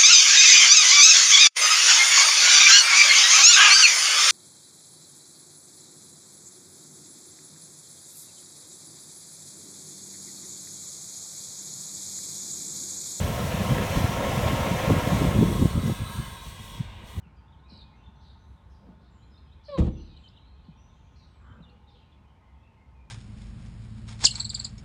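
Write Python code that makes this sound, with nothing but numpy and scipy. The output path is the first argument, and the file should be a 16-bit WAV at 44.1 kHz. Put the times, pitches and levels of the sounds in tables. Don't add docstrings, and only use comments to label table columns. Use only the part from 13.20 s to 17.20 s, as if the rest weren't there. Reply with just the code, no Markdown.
import sys
import numpy as np
from scipy import signal
from scipy.fft import rfft, irfft
from scipy.io import wavfile
from scipy.ndimage import uniform_filter1d

SR = 44100
rng = np.random.default_rng(int(sys.argv[2]) if len(sys.argv) > 2 else 0)


def bounce(signal):
    frames = np.transpose(np.atleast_2d(signal))
    limited = np.clip(frames, -1, 1)
    pcm = np.round(limited * 32767).astype(np.int16)
    wavfile.write(sys.argv[1], SR, pcm)


N = 176400
T = np.arange(N) / SR
HZ = np.fft.rfftfreq(N, 1 / SR)
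FRAMES = dict(nperseg=1024, noverlap=768)

# time in seconds, relative level of the hiss in dB, the same for its treble.
GAS_FLOW = [(0.0, -44, -48), (0.68, -42, -48.5), (0.77, -37.5, -46.5), (1.01, -43, -51.5), (1.12, -41, -48),
            (1.8, -43.5, -49.5), (1.97, -40, -47.5), (2.13, -47, -50), (2.42, -45.5, -49.5),
            (2.58, -54, -56.5), (2.68, -48, -50.5), (2.85, -55, -58), (2.93, -54, -52.5),
            (3.21, -56, -60.5), (3.27, -54, -55.5), (3.38, -54, -64), (3.46, -57, -57.5),
            (3.57, -51.5, -61.5), (3.68, -61, -77), (3.82, -68, -77), (3.88, -55, -64), (4.0, -67, -59.5)]
# time in seconds, burner ring in dB, nozzle whistle in dB.
TONE_LEVELS = [(0, -44.5, -48), (1, -40, -59), (1.9, -37.5, -48), (2.3, -42, -43), (2.65, -48.5, -43.5),
               (3.05, -49.5, -45.3), (3.25, -54, -49), (3.56, -53, -50), (3.75, -57.5, -51.5),
               (4, -57, -51.5)]


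def amp(db):
    return 10 ** (np.asarray(db) / 20)


def unit(x):
    return x / np.sqrt(np.mean(x ** 2) + 1e-20)


def curves(rows):
    seconds, *columns = np.transpose(rows)
    return [np.interp(T, seconds, column) for column in columns]


def colour(points):
    hz, db = np.transpose(points)
    return amp(np.interp(np.log(HZ + 1), np.log(hz), db))


def peaks(hz, resonances):
    return sum(amp(db) / (1 + (2 * (hz - centre) / width) ** 2) ** 2 for centre, width, db in resonances)


def lows(hz, edge_hz, steepness=4):
    return 1 / (1 + (hz / edge_hz) ** steepness)


def treble_share(hz, from_hz=1800, to_hz=10700):
    return np.clip((hz - from_hz) / (to_hz - from_hz), 0, 1)


def shaped(x, gain):
    return irfft(rfft(x) * gain, N)


def noise(gain):
    return unit(shaped(rng.standard_normal(N), gain))


def wander(rate_hz):
    return noise((HZ > 1) * lows(HZ, rate_hz))


def eddies(x, depth_db, bands=7, frames=12):
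    spectrum = signal.stft(x, **FRAMES)[2]
    patches = uniform_filter1d(rng.standard_normal(spectrum.shape), bands, axis=0)
    patches = unit(uniform_filter1d(patches, frames, axis=1))
    return unit(signal.istft(spectrum * amp(depth_db * patches), **FRAMES)[1][:N])


def flame_roar():
    # time in seconds, level of the roar in dB.
    flame_size = [(0.0, -35.5), (0.45, -32), (1.6, -29), (2.08, -32), (2.39, -42.5), (2.75, -47.5),
                  (3.2, -58), (4.0, -76)]
    # middle in seconds, length in seconds, lift in dB.
    flares = [(0.583, 0.0028, 8), (1.284, 0.018, 4)]
    # frequency in Hz, relative level in dB.
    roar_tone = [(100, -12.5), (250, -3.5), (390, -8.5), (510, 2), (700, -3), (850, -7), (1190, -13.5),
                 (1350, -7), (1510, -16), (1700, -11), (2200, -13), (3200, -16), (4500, -29), (9000, -40)]
    level_db, = curves(flame_size)
    flutter_db = 0.59 * wander(rate_hz=28)
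    flare_db = sum(db * np.exp(-((T - middle) / length) ** 2) for middle, length, db in flares)
    return eddies(noise(colour(roar_tone)), depth_db=1.2) * amp(level_db + flutter_db + flare_db)


def gas_hiss():
    # frequency in Hz, relative level in dB.
    hiss_tone = [(1500, -15), (3300, 0.5), (4100, -1), (4800, -4.5), (5600, 0.6), (6800, -1.5),
                 (7600, -3.5), (9200, -4), (10000, -5), (10450, -10), (11200, -5), (13300, -6),
                 (15500, -8.5), (17200, -10)]
    body_db, treble_db = curves(GAS_FLOW)
    gas = eddies(noise(colour(hiss_tone)), depth_db=1.5, bands=4, frames=24)
    treble = shaped(gas, treble_share(HZ))
    hiss = (gas - treble) * amp(body_db) + treble * amp(treble_db + 4)
    return hiss * amp(1.5 + 0.36 * wander(rate_hz=37))


def burner_ring():
    # pitch in Hz, width in Hz, relative level in dB.
    resonances = [(938.4, 67, 1), (1070, 166, 0), (2137, 120, -7.5)]
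    ring_db, _ = curves(TONE_LEVELS)
    return eddies(noise(peaks(HZ, resonances)), depth_db=-0.5) * amp(ring_db)


def nozzle_whistle(falter_db=-60):
    # pitch in Hz, width in Hz, relative level in dB.
    resonances = [(1086, 150, 5.5), (1308, 240, 1), (1632, 264, 3), (2052, 300, 0), (2570, 450, -4),
                  (3050, 240, 1.5), (3510, 420, 1), (3930, 420, 0.5), (4530, 620, -5), (8230, 1200, -10.5),
                  (9100, 1750, -7.5), (13700, 2100, -18)]
    # time in seconds, share of full pitch, lift of the low tones in dB.
    sag = [(2.3, 0.96, 4.5), (3.0, 1, 4), (3.35, 0.95, -11), (4, 0.95, -2)]
    hz, seconds, spectrum = signal.stft(rng.standard_normal(N), SR, **FRAMES)
    hz = hz[:, None]
    pitch, low_db, _, treble_db = (np.interp(seconds, T, c) for c in curves(sag) + curves(GAS_FLOW))
    dull_db = np.minimum(treble_db - falter_db, 0) * treble_share(hz)
    lift_db = low_db * lows(hz, edge_hz=1540, steepness=10)
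    spectrum = spectrum * peaks(hz / pitch, resonances) * amp(dull_db + lift_db)
    whistle = signal.istft(spectrum, **FRAMES)[1][:N]
    _, whistle_db = curves(TONE_LEVELS)
    return eddies(whistle, depth_db=2.5, bands=4, frames=24) * amp(whistle_db)


def wind():
    # frequency in Hz, relative level in dB.
    rumble_tone = [(15, -47), (30, -23), (50, -1.5), (85, 2), (160, -2), (210, -3.5), (290, -21),
                   (500, -22), (820, -49), (2500, -70)]
    # time in seconds, level of the rumble in dB.
    strength = [(0, -25), (.8, -29.5), (1.55, -28.5), (1.83, -29.5), (2.3, -23.5), (2.7, -26),
                (2.77, -44.5), (3.03, -36), (3.15, -49), (3.55, -44), (3.9, -54.5), (4, -36)]
    # middle in seconds, length in seconds, relative level in dB, upper edge in Hz.
    thumps = [(0.522, 0.032, -17, 180), (0.777, 0.011, -14, 166), (0.847, .01, -12.5, 187),
              (1.334, 0.03, -20, 224), (1.703, 0.016, -14, 495), (1.721, 0.034, -15.5, 224),
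              (1.766, 0.014, -19, 219), (1.872, 0.0059, -15, 180.6), (1.928, 0.013, -17, 224),
              (1.948, 0.065, -21, 176), (2.018, 0.029, -18, 305), (2.051, 0.022, -18.5, 277.8),
              (2.165, 0.019, -16.5, 334), (2.192, 0.029, -15, 225), (2.227, 0.024, -11.5, 278),
              (2.426, 0.027, -12.5, 235), (2.457, .009, -13, 320), (2.578, 0.022, -17, 217),
              (2.648, 0.023, -22.5, 219), (2.699, 0.01, -21, 385), (2.715, 0.018, -22, 161),
              (2.82, 0.059, -26, 165), (2.998, 0.032, -24.5, 133), (3.279, 0.017, -31.5, 119),
              (3.61, 0.012, -20.5, 137), (3.984, 0.023, -25, 160)]
    air = noise(colour(rumble_tone))
    bass = shaped(air, lows(HZ, edge_hz=78))
    gusts = wander(rate_hz=32)
    rumble = unit(bass * amp(0.48 * gusts) + (air - bass) * amp(4.0 * gusts))
    pressure = rumble * amp(curves(strength)[0]) + sum(wind_thump(*row) for row in thumps)
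    return shaped(pressure, 1 - lows(HZ, edge_hz=35))


def far_machinery(drift_share=0.0188):
    # pitch in Hz, level in dB.
    hums = [(98, -53), (928, -75)]
    # frequency in Hz, relative level in dB.
    wash_tone = [(25, -5), (48, 16), (110, 4), (200, -6.5), (320, -8.5), (620, -7), (950, -8), (1350, -22),
                 (2200, -12), (3400, -12), (5000, -29), (16000, -45)]
    hum = 0
    for hz, db in hums:
        pitch_hz = hz * (1 + drift_share * wander(rate_hz=6.3))
        hum += amp(db) * np.sqrt(2) * np.sin(2 * np.pi * np.cumsum(pitch_hz) / SR)
    return hum + amp(-46) * eddies(noise(colour(wash_tone)), depth_db=1.5)


def wind_thump(middle_s, length_s, db, edge_hz, air_low_hz=67.5, knock_low_hz=77):
    dull = lows(HZ, edge_hz, steepness=3.94)
    air = noise(dull * HZ ** 2 / (HZ ** 2 + air_low_hz ** 2))
    puff = air * np.exp(-2 * ((T - middle_s) / length_s) ** 2)
    ratio = 1j * HZ / knock_low_hz
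    bass_cut = ratio ** 2 / (ratio ** 2 + ratio + 1)
    knock = irfft(dull * bass_cut * np.exp(-2j * np.pi * HZ * middle_s), N)
    thump = unit(puff) + 0.81 * unit(knock)
    return amp(db - 2.5) * thump * np.sqrt(length_s * SR / np.sum(thump ** 2))


def flame_tearing(middle_s=2.307, length_s=0.16, centre_hz=347, width_hz=600):
    swell = np.exp(-((T - middle_s) / length_s) ** 2)
    rumble = noise(peaks(HZ, [(centre_hz, width_hz, 0)]))
    return rumble * swell * amp(-33.5 + 1.5 * wander(rate_hz=40))


def scene():
    # delay in seconds, gain.
    bounces = [(.003, 0.11), (.0055, 0.11), (0.014, 0.13)]
    jet = flame_roar() + flame_tearing() + gas_hiss() + burner_ring() + nozzle_whistle()
    echoes = sum(gain * np.interp(T - delay, T, jet, left=0) for delay, gain in bounces)
    return (jet + echoes + wind() + far_machinery())[None]


def record(dry, edge_hz=17200):
    treble_cut = signal.firwin(611, edge_hz, window=("kaiser", 9), fs=SR)
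    return signal.oaconvolve(dry, treble_cut[None], "same")


dry = scene()
out = record(dry)
bounce(out)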